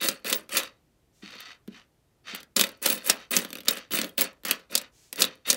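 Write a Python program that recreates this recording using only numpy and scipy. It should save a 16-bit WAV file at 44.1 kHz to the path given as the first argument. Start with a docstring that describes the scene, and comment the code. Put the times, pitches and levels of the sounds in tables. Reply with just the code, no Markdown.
"""Small coins are flicked one by one off a leaning row and slide across a wooden table, close to a camera.
Each coin is lumpy noise for its scrape and rim chatter, and bursts of noise and ringing modes for its clinks.
The table top knocks and shakes as a set of damped modes; now and then a fingertip taps it or skin brushes it.
A small room answers with short tails of noise, over a steady hush of air and microphone hiss."""
import sys
import numpy as np
from scipy import signal
from scipy.fft import rfft, irfft, next_fast_len
from scipy.io import wavfile
from scipy.ndimage import map_coordinates

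SR = 44100
rng = np.random.default_rng(int(sys.argv[2]) if len(sys.argv) > 2 else 0)


def magnitude_from_level(level_db):
    """Linear magnitude for a level in decibels (20 dB per decade)."""
    exponent = np.asarray(level_db, float) / 20
    return 10 ** exponent


def to_wav(s):
    """Save 16-bit WAV."""
    ch = np.atleast_2d(s).T  # columns
    pcm = np.round(np.clip(ch, -1, 1) * 32767)  # PCM
    wavfile.write(sys.argv[1], SR, pcm.astype(np.int16))


N = 245195


def unit(x):
    """Scale to rms 1."""
    return x / np.sqrt(np.mean(x ** 2) + 1e-20)


def along(points, hz):
    """Interpolate (Hz, value) points on a log frequency axis."""
    f, v = np.transpose(points)
    return np.interp(np.log(hz + 1), np.log(f + 1), v)


def filtered(x, response):
    """x times a complex response of frequency."""
    m = next_fast_len(len(x) + 8192)
    return irfft(rfft(x, m) * response(np.fft.rfftfreq(m, 1 / SR)), m)[:len(x)]


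def coloured(x, spectrum):
    """Causal colouring: the minimum-phase filter with this spectrum, at unit energy."""
    cepstrum = irfft(np.log(magnitude_from_level(along(spectrum, np.fft.rfftfreq(2048, 1 / SR)))))
    # folding the cepstrum onto positive time makes the filter minimum-phase
    cepstrum[1:1024] *= 2
    cepstrum[1025:] = 0
    kernel = irfft(np.exp(rfft(cepstrum)))
    return signal.fftconvolve(x, kernel / np.linalg.norm(kernel))[:len(x)]


def resonant(x, peaks):
    """x through a set of damped resonances, summed with alternating signs."""
    def response(f):
        total = 0
        for k, (hz, width, db) in enumerate(peaks):
            damping = 1j * f * width
            total = total + (-1) ** k * magnitude_from_level(db) * damping / (hz * hz - f * f + damping)
        return total
    return filtered(x, response)


def wobble(rate):
    """A smooth random curve, rate knots a second."""
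    knots = rng.standard_normal(int(N * rate / SR) + 4)
    return map_coordinates(knots, [np.arange(N) * rate / SR])


def grit(rate, spread_db, ms):
    """Noise of rms 1 in lumps: rate random bumps a second, a few large, each dying in ms."""
    bumps = (rng.random(N) < rate / SR) * magnitude_from_level(spread_db * rng.exponential(size=N))
    lumps = signal.lfilter([1], [1, -np.exp(-1000 / (ms * SR))], bumps)
    return unit(lumps * rng.standard_normal(N))


# Tone of the quiet bed. Each row: frequency in Hz, relative level per Hz in dB.
HUSH_TONE = [(13, -30), (22, -11.5), (48, -3), (90, -8.5), (128, -5), (200, -13.5), (328, -12), (1130, -27),
             (14700, -37.5), (16000, -50.5)]


def hush():
    """The steady air of the room and the microphone's hiss: shaped noise."""
    return magnitude_from_level(-67.5) * unit(filtered(rng.standard_normal(N), lambda hz: magnitude_from_level(along(HUSH_TONE, hz))))


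def strokes(rows, t):
    """Gain of strokes that close contact in 14 ms, climb to a peak and die away ever faster."""
    s, rise, fade, first_db, peak_db = np.transpose(rows)[:, :, None]
    ms = (t - s) * 1000
    climb_db = (peak_db - first_db) * np.clip(ms / rise, 0, 1)
    fade_db = 30 * (np.maximum(ms - rise, 0) / fade) ** 1.2  # the power steepens the fade
    return np.sum(magnitude_from_level(first_db + climb_db - fade_db) * np.clip(ms / 14, 0, 1), axis=0)


# A coin drawn off the row scrapes ever harder, drops and slows. Each row: touch in seconds,
# ride in ms, time to fade by 30 dB in ms, first touch in dB, scrape at the drop in dB.
FLICKS = [(0.002, 56, 142, -33, -30.5), (0.245, 77, 121, -37, -33.5), (0.49, 63, 138, -52, -27),
          (2.561, 26, 185.5, -16.5, -34.5), (2.816, 41, 214, -40, -31), (3.04, 51, 104, -49.5, -31.5),
          (3.305, 47, 164, -34.5, -32), (3.66, 16, 169, -55, -32), (3.906, 57, 145, -40, -32.5),
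          (4.178, 45, 122.5, -26.5, -35.5), (4.45, 45, 130, -38.5, -32), (4.69, 42, 110.5, -59.5, -37.5),
          (5.135, 61, 164.5, -66.5, -31.5), (5.445, 49, 111.5, -54.5, -33.5)]
# Its milled rim chatters over the neighbours. Each row: start in seconds, build-up in ms,
# time to fade by 30 dB in ms, relative first touch in dB, relative peak in dB.
CHATTERS = [(0.004, 58, 94, -35.5, -27.5), (0.246, 114, 67, -35.5, -34), (0.49, 59, 101, -56, -29.5),
            (2.561, 36, 89, -25, -27.5), (2.816, 112, 104, -32.5, -30.5), (3.03, 53, 106, -48, -30.5),
            (3.305, 56, 140, -30, -30), (3.665, 51, 74, -47, -32.5), (3.906, 42, 138.5, -36, -27),
            (4.179, 40, 59, -25.5, -26.5), (4.445, 56, 92.5, -46.5, -38.5), (4.7, 67, 60, -42, -46),
            (5.15, 55.6, 86.5, -60, -28.5), (5.447, 34, 137.5, -63.5, -30.5)]
# A coin glides or is pushed flat over the wood. Each row: start in seconds, time to reach speed in ms,
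# length to the middle of its stop in ms, scrape in dB.
GLIDES = [(0.611, 48, 77, -51), (1.214, 16, 340, -48), (1.68, 55, 152, -51.5), (2.233, 48.5, 169, -39),
          (3.13, 40, 141, -50), (3.76, 19, 87, -50), (4.78, 10, 91, -50)]


def contact_db(t):
    """Levels of the scrape on the wood and of the chatter of coin on coin at times t."""
    stop_ms, glide_chatter_db = 97, -26  # a gliding rim chatters this far under its scrape
    s, rise, length, db = np.transpose(GLIDES)[:, :, None]
    ms = (t - s) * 1000
    speed = np.clip(ms / rise, 0, 1) * np.clip((length - ms) / stop_ms + .5, 0, 1)
    glide = np.sum(magnitude_from_level(db) * speed ** 2, axis=0)
    wood = strokes(FLICKS, t) + glide
    rim = strokes(CHATTERS, t) + magnitude_from_level(glide_chatter_db) * glide
    return 20 * np.log10([wood + 1e-5, rim + 1e-5])


# Modes of a coin lying on wood. Each row: frequency in Hz, width in Hz, relative level in dB.
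COIN_ON_WOOD = [(1273, 23, -15), (1766, 18, -11), (1939, 37, -8.5), (2483, 29, -4.5), (2863, 23, -4),
                (3158, 53, 1), (3725, 99, 1), (4260, 130, -2.5), (5430, 80, -19), (5870, 73, -7),
                (5960, 200, -15), (8080, 150, -10.5)]


def grounded(x, rate, depth_db):
    """The coin-on-wood resonances come and go in groups, a little detuned, as coins and places change."""
    out = np.zeros(N)
    for tune in (.972, 1, 1.028):
        for k in range(4):
            modes = [(hz * tune, width, db) for hz, width, db in COIN_ON_WOOD[k::4]]
            out += resonant(magnitude_from_level(depth_db * wobble(rate)) * x, modes)
    return out


# Modes of the table top. Each row: frequency in Hz, width in Hz, relative level in dB.
TABLE_MODES = [(190.6, 32.5, -4), (250, 70, -2.5), (322.3, 87, -5.5), (415.7, 50, -7.5), (530.7, 36, 0.5),
               (586, 25, -3.5), (651, 33, -6.5), (1015, 60, -11)]


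def table(x):
    """The low and the woody modes of the top trade places as the point of contact moves."""
    groups = (TABLE_MODES[:3], TABLE_MODES[3:])
    return sum(resonant(magnitude_from_level(2.5 * wobble(5)) * x, group) for group in groups)


# Bending modes of a free coin. Each row: frequency in Hz, relative level in dB, 60 dB decay in seconds.
COIN_MODES = [(12500, -6, 0.025), (15680, 3.5, 0.032), (15560, -6, .03), (16250, 1, 0.075)]


def ring(t, spread_db):
    """A coin's bending modes; every contact rings them at slightly different pitches and levels."""
    hz, db, t60 = np.transpose(COIN_MODES)[:, :, None]
    draw = rng.standard_normal((2, len(COIN_MODES), 1))
    fade = magnitude_from_level(db + spread_db * draw[0] - 60 * t / t60)
    tuned_hz = hz * (1 + 0.0018 * draw[1])
    return np.sum(fade * np.sin(2 * np.pi * tuned_hz * t), axis=0)


# Tone of coin rasping on wood. 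Each row: frequency in Hz, relative level per Hz in dB.
RASP_TONE = [(410, -42.5), (700, -5.5), (886, -10.5), (1310, 0), (2160, -1.5), (4490, -4), (5400, -14),
             (6500, -12.5), (9000, -27.5), (16000, -36)]
# Tone of bright metal ticks. Each row: frequency in Hz, relative level per Hz in dB.
TICK_TONE = [(1500, -30.5), (4000, 7.5), (8000, 7), (12000, -1), (16500, -2)]
# Each kind of rim tooth ticks in its own register.
# Each row: frequency in Hz, width in Hz, relative level in dB.
RIM_TEETH = [(5500, 1200, -19), (9000, 1700, 3.5), (11700, 1500, 12.5), (14700, 3000, 0)]


def sliding():
    """Wood grain rasps the coin; milled rims chatter and keep the coin ringing; the drag shakes the table."""
    t = np.arange(N) / SR
    wood_db, rim_db = contact_db(t)

    rasp = coloured(grit(rate=1900, spread_db=2.2, ms=.9), RASP_TONE)
    body = unit(grounded(rasp, 6, 3.5))
    scrape = unit(magnitude_from_level(1.2 * wobble(35)) * (0.7 * rasp + 0.9 * body))

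    teeth = 0
    for rim in RIM_TEETH:
        ticking = magnitude_from_level(2.5 * wobble(30)) * grit(rate=280, spread_db=2.4, ms=.8)
        teeth = teeth + resonant(ticking, [rim])
    # harder chatter carries more plain noise between the teeth
    fizz = .4 * magnitude_from_level(.3 * np.minimum(rim_db + 33, 0)) * rng.standard_normal(N)
    chatter = magnitude_from_level(rim_db) * (unit(teeth) + fizz)

    # only a coin tossed clear of the wood rings, in fits
    free = magnitude_from_level(.7 * np.minimum(rim_db + 30, 0) + 5.5 * wobble(30))
    # decay times become resonance widths
    modes = [(hz, np.log(1000) / (np.pi * t60), db) for hz, db, t60 in COIN_MODES[1:]]
    ringing = resonant(free * chatter, modes)

    shake = unit(table(grit(rate=500, spread_db=2, ms=1.5)))
    # a coin riding over the row presses the table harder
    drag = magnitude_from_level(wood_db - 19.5) + magnitude_from_level(-22.5) * strokes(FLICKS, t) + magnitude_from_level(rim_db - 9.5)
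    bright = magnitude_from_level(-2.5) * coloured(chatter, TICK_TONE)
    return magnitude_from_level(wood_db) * scrape + bright + magnitude_from_level(12.5) * ringing + drag * shake


# Contacts of the coins. Each row: start in seconds, relative crack level in dB,
# relative level of bright tick and ring in dB, time to fade by 20 dB in ms (at least 1 is used).
CLINKS = [(0.0135, -13.5, -32, 0.77), (0.033, -15.5, -28, 4.1), (0.044, -10, -28, 3),
          (0.085, -4.5, -9, 8.1), (0.246, -13, -51.5, 2.45), (0.266, -25.5, -31.5, 1.4),
          (0.298, -17.5, -25.5, 11), (0.3266, -6.5, -12, 8.8), (0.3452, -15, -13, 1.9),
          (0.4921, -24, -42.5, 6.1), (0.5683, -13.5, -17.5, 32), (0.5761, -17, -16.5, 4.1),
          (0.5907, -12, -30, 7.8), (0.632, -23.5, -43, 8.4), (1.3076, -34, -67, 2.8),
          (1.354, -23.5, -64.5, 0.93), (1.403, -39.5, -37, 8), (1.677, -26.5, -58, 1.46),
          (2.348, -23.5, -31, 7.7), (2.359, -35.5, -31, 4.4), (2.4029, -29.5, -68, 7.1),
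          (2.4304, -29, -41, 3.8), (2.564, -13, -13, 12.7), (2.5931, -7, -16.5, 10.5),
          (2.6017, -18, -48, 30), (2.6113, -2, -5.5, 6.9), (2.6374, -7, -20.5, 6.8), (2.668, -18, -35, 3.6),
          (2.69, -19, -28, 2.8), (2.717, -49, -45, 3), (2.773, -53, -55.5, 4.7), (2.8172, -26, -58, 0.86),
          (2.8586, -2.5, -15.5, 13.5), (2.876, -17, -23, 4.8), (2.887, -12.5, -24, 3.8),
          (2.9005, -7.5, -13.5, 5.8), (2.9229, -19, -20, 1), (2.9278, -12, -24, 3.9),
          (2.978, -21, -37, 1.5), (3.055, -34, -51.5, 5.4), (3.0731, -28, -23.5, 7.2),
          (3.097, -2.5, -6, 11.2), (3.3084, -10.5, -24, 0.97), (3.366, -3, -6.5, 5.3),
          (3.3714, -7.5, -12, 3.3), (3.3876, -11.5, -19, 3.2), (3.419, -19.5, -38.5, 4.8),
          (3.4479, -13, -53.5, 3.3), (3.504, -22, -39, 4), (3.5293, -18, -32.5, 5.1), (3.5534, -16, -38, 3),
          (3.571, -23.5, -49.5, 3.4), (3.5843, -21, -47.5, 3.4), (3.605, -24, -53, 5.1),
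          (3.633, -28, -47, 2.5), (3.651, -30, -58.5, 4.1), (3.6555, -27.5, -56, 6.5),
          (3.683, -4.5, -4.5, 7.9), (3.709, -53, -19, 5.1), (3.771, -15, -46.5, 2.9),
          (3.7822, -29.5, -35, 8.9), (3.9081, -15.5, -47, 1.3), (3.935, -5, -11.5, 1.4),
          (3.9877, -3, -48, 3.1), (4.0145, -9.5, -14, 3.1), (4.0335, -11, -25.5, 0.84),
          (4.0442, -11, -19, 2), (4.0696, -26.5, -55, 1.5), (4.078, -28, -38, 1.6),
          (4.092, -36, -36.5, 3.4), (4.1749, -28, -37, 9.5), (4.1803, -6.5, -33, 4.5),
          (4.195, -10, -28, 3.9), (4.2097, -6, -3, 2.1), (4.217, -5.5, -21, 6.5), (4.33, -41, -48.5, 2.3),
          (4.4351, -25.5, -51.5, 2.5), (4.45, -13, -24, 12), (4.468, -39.5, -17.5, 2), (4.483, -18, -20, 4),
          (4.51, -5, -20.5, 6.7), (4.532, -17, -42, 2.6), (4.595, -26.5, -50, 1.4), (4.753, -8.5, -5, 6),
          (4.7766, -18.5, -15, 7.6), (4.814, -27.5, -36, 5.9), (5.128, -18.5, -22, 5.8),
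          (5.159, -24, -20, 1.9), (5.205, -16.5, -15, 12), (5.2197, -4.5, -3.5, 7.7), (5.241, -9, -28, 4),
          (5.249, -20.5, -21.5, 7), (5.354, -48, -50, 4.5), (5.5007, -11, -6.5, 15),
          (5.529, -7.5, -11, 2.6), (5.544, -15, -17, 2.9)]
# Tone of the crack. Each row: frequency in Hz, relative level per Hz in dB.
CRACK_TONE = [(300, -28.5), (900, -8), (2000, -4), (3800, 3), (5500, -8.5), (7500, -7.5), (10000, -8),
              (13000, -5.5), (16500, -10.5)]
# A light graze of two rims ticks only in the treble.
# Each row: frequency in Hz, width in Hz, relative level in dB.
GRAZE_MODES = [(11000, 8100, 2.5)]


def clinks():
    """Each contact is a burst of tiny edge impacts, a table knock, and a bright tick that rings the coin."""
    crack, knock, tick, bell, after, graze = np.zeros((6, N + SR))
    t = np.arange(SR // 10) / SR
    for s, crack_db, ring_db, ms in CLINKS:
        at = slice(round(s * SR), round(s * SR) + len(t))
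        fade = magnitude_from_level(-20 * t / (max(ms, 1) / 1000)) * (1 - np.exp(-t / 0.00055))
        lumps = magnitude_from_level(4 * rng.standard_normal(len(t) // 30).repeat(30))
        impacts = rng.standard_normal((3, len(t))) * lumps
        crack[at] += magnitude_from_level(crack_db - 6.5) * fade * impacts[0]
        # the coin shudders dully after each contact, falling 20 dB in 14 ms
        after[at] += magnitude_from_level(crack_db - 25.5 - 20 * t / 0.014) * impacts[2]
        light = np.clip((-14 - ring_db) / 14, 0, 1)  # 0 a full tick, 1 only a graze
        tick[at] += (1 - light) * magnitude_from_level(ring_db - 3.5) * fade * impacts[1]
        graze[at] += light * magnitude_from_level(ring_db) * fade * impacts[1]
        knock[at] += magnitude_from_level(crack_db - 1.0) * np.exp(-t / 0.00039)
        # a coin still chattering 12 ms later is clear of the wood and rings
        tossed_db = contact_db(np.array([s + .012]))[1, 0]
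        bell_db = 0.35 * ring_db + 0.93 * tossed_db + 12.5
        bell[at] += magnitude_from_level(bell_db) * ring(t, spread_db=5) * (1 - np.exp(-t / 0.0017))
    crack = coloured(crack[:N], CRACK_TONE)
    crack = .75 * crack + .6 * grounded(crack, 25, 6)  # every blow finds its own mix of modes
    dull = coloured(after[:N], RASP_TONE) + crack + table(knock[:N])
    bright = coloured(tick[:N], TICK_TONE) + resonant(graze[:N], GRAZE_MODES) + bell[:N]
    return dull + bright


# Decay of the room. Each row: frequency in Hz, 60 dB decay in seconds.
ROOM_DECAY = [(200, 0.29), (1000, 0.29), (3000, 0.13), (8000, 0.058), (15000, 0.05)]


def room(x):
    """Each frequency of the room's answer dies at its own speed; a new tail every 50 ms as things move."""
    out, hop, delay = np.zeros(N + SR), SR // 20, 130  # samples
    for at in range(0, N, hop):
        hz, t, z = signal.stft(rng.standard_normal(SR // 3), SR, nperseg=256)
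        fade = magnitude_from_level(-60 * t / along(ROOM_DECAY, hz)[:, None])
        tail = signal.istft(z * fade, SR, nperseg=256)[1]
        wet = signal.fftconvolve(x[at:at + hop], tail / np.linalg.norm(tail))
        out[at + delay:at + delay + len(wet)] += wet
    return out[:N]


# Skin brushing the wood. Each row: start in seconds, end in seconds, level in dB.
BRUSHES = [(1.127, 1.32, -67.5), (4.918, 5.128, -62)]
# Tone of skin on wood. Each row: frequency in Hz, relative level per Hz in dB.
SKIN_TONE = [(1500, -7), (4000, -1.5), (6500, 2.5), (11000, -8), (16000, -13)]


def brush():
    """A thumb passing lightly over the table hisses softly: noise under a rounded swell."""
    t = np.arange(N) / SR
    swell = 0
    for start, end, db in BRUSHES:
        progress = np.clip((t - start) / (end - start), 0, 1)
        swell = swell + magnitude_from_level(db) * np.sin(np.pi * progress) ** 0.51
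    return swell * coloured(rng.standard_normal(N), SKIN_TONE)


# A fingertip lands on the table. Each row: start in seconds, relative level in dB.
TAPS = [(1.228, -36), (1.677, -30), (2.331, -35)]


def taps():
    """A soft fingertip gives one slow, low push of 2.7 ms to the table's lowest modes."""
    push, t = np.zeros(N), np.arange(SR // 100) / SR
    for s, db in TAPS:
        push[round(s * SR):][:len(t)] += magnitude_from_level(db + 15.0) * np.sin(np.pi * np.minimum(t / 0.0027, 1)) ** 2
    return resonant(push, TABLE_MODES[:4])


def scene():
    """Coins and fingers, their room, and the hush; the table top is too small to radiate deep bass."""
    dry_mix = clinks() + sliding() + taps() + brush()
    near = filtered(dry_mix, lambda hz: (1j * hz / (1j * hz + 70)) ** 2)
    return (near + magnitude_from_level(-11.5) * room(near) + hush())[None]


def top_cut(x):
    """Nothing passes above the cut-off."""
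    return signal.sosfilt(signal.butter(12, 17000, fs=SR, output="sos"), x)


def record(dry):
    """Tall peaks are rounded off; little is left below the bass or above about 15.8 kHz."""
    soft = dry[0] / (1 + np.abs(dry[0] / .95) ** 4) ** (1 / 4)

    def band(hz):
        treble = magnitude_from_level(-32) + .5 - .5 * np.tanh((hz - 15830) / 45)
        bass = hz ** 4 / (hz ** 4 + 33 ** 4)
        return treble * bass

    mix = filtered(soft, band)[None]
    return top_cut(mix)


dry = scene()
out = record(dry)
to_wav(out)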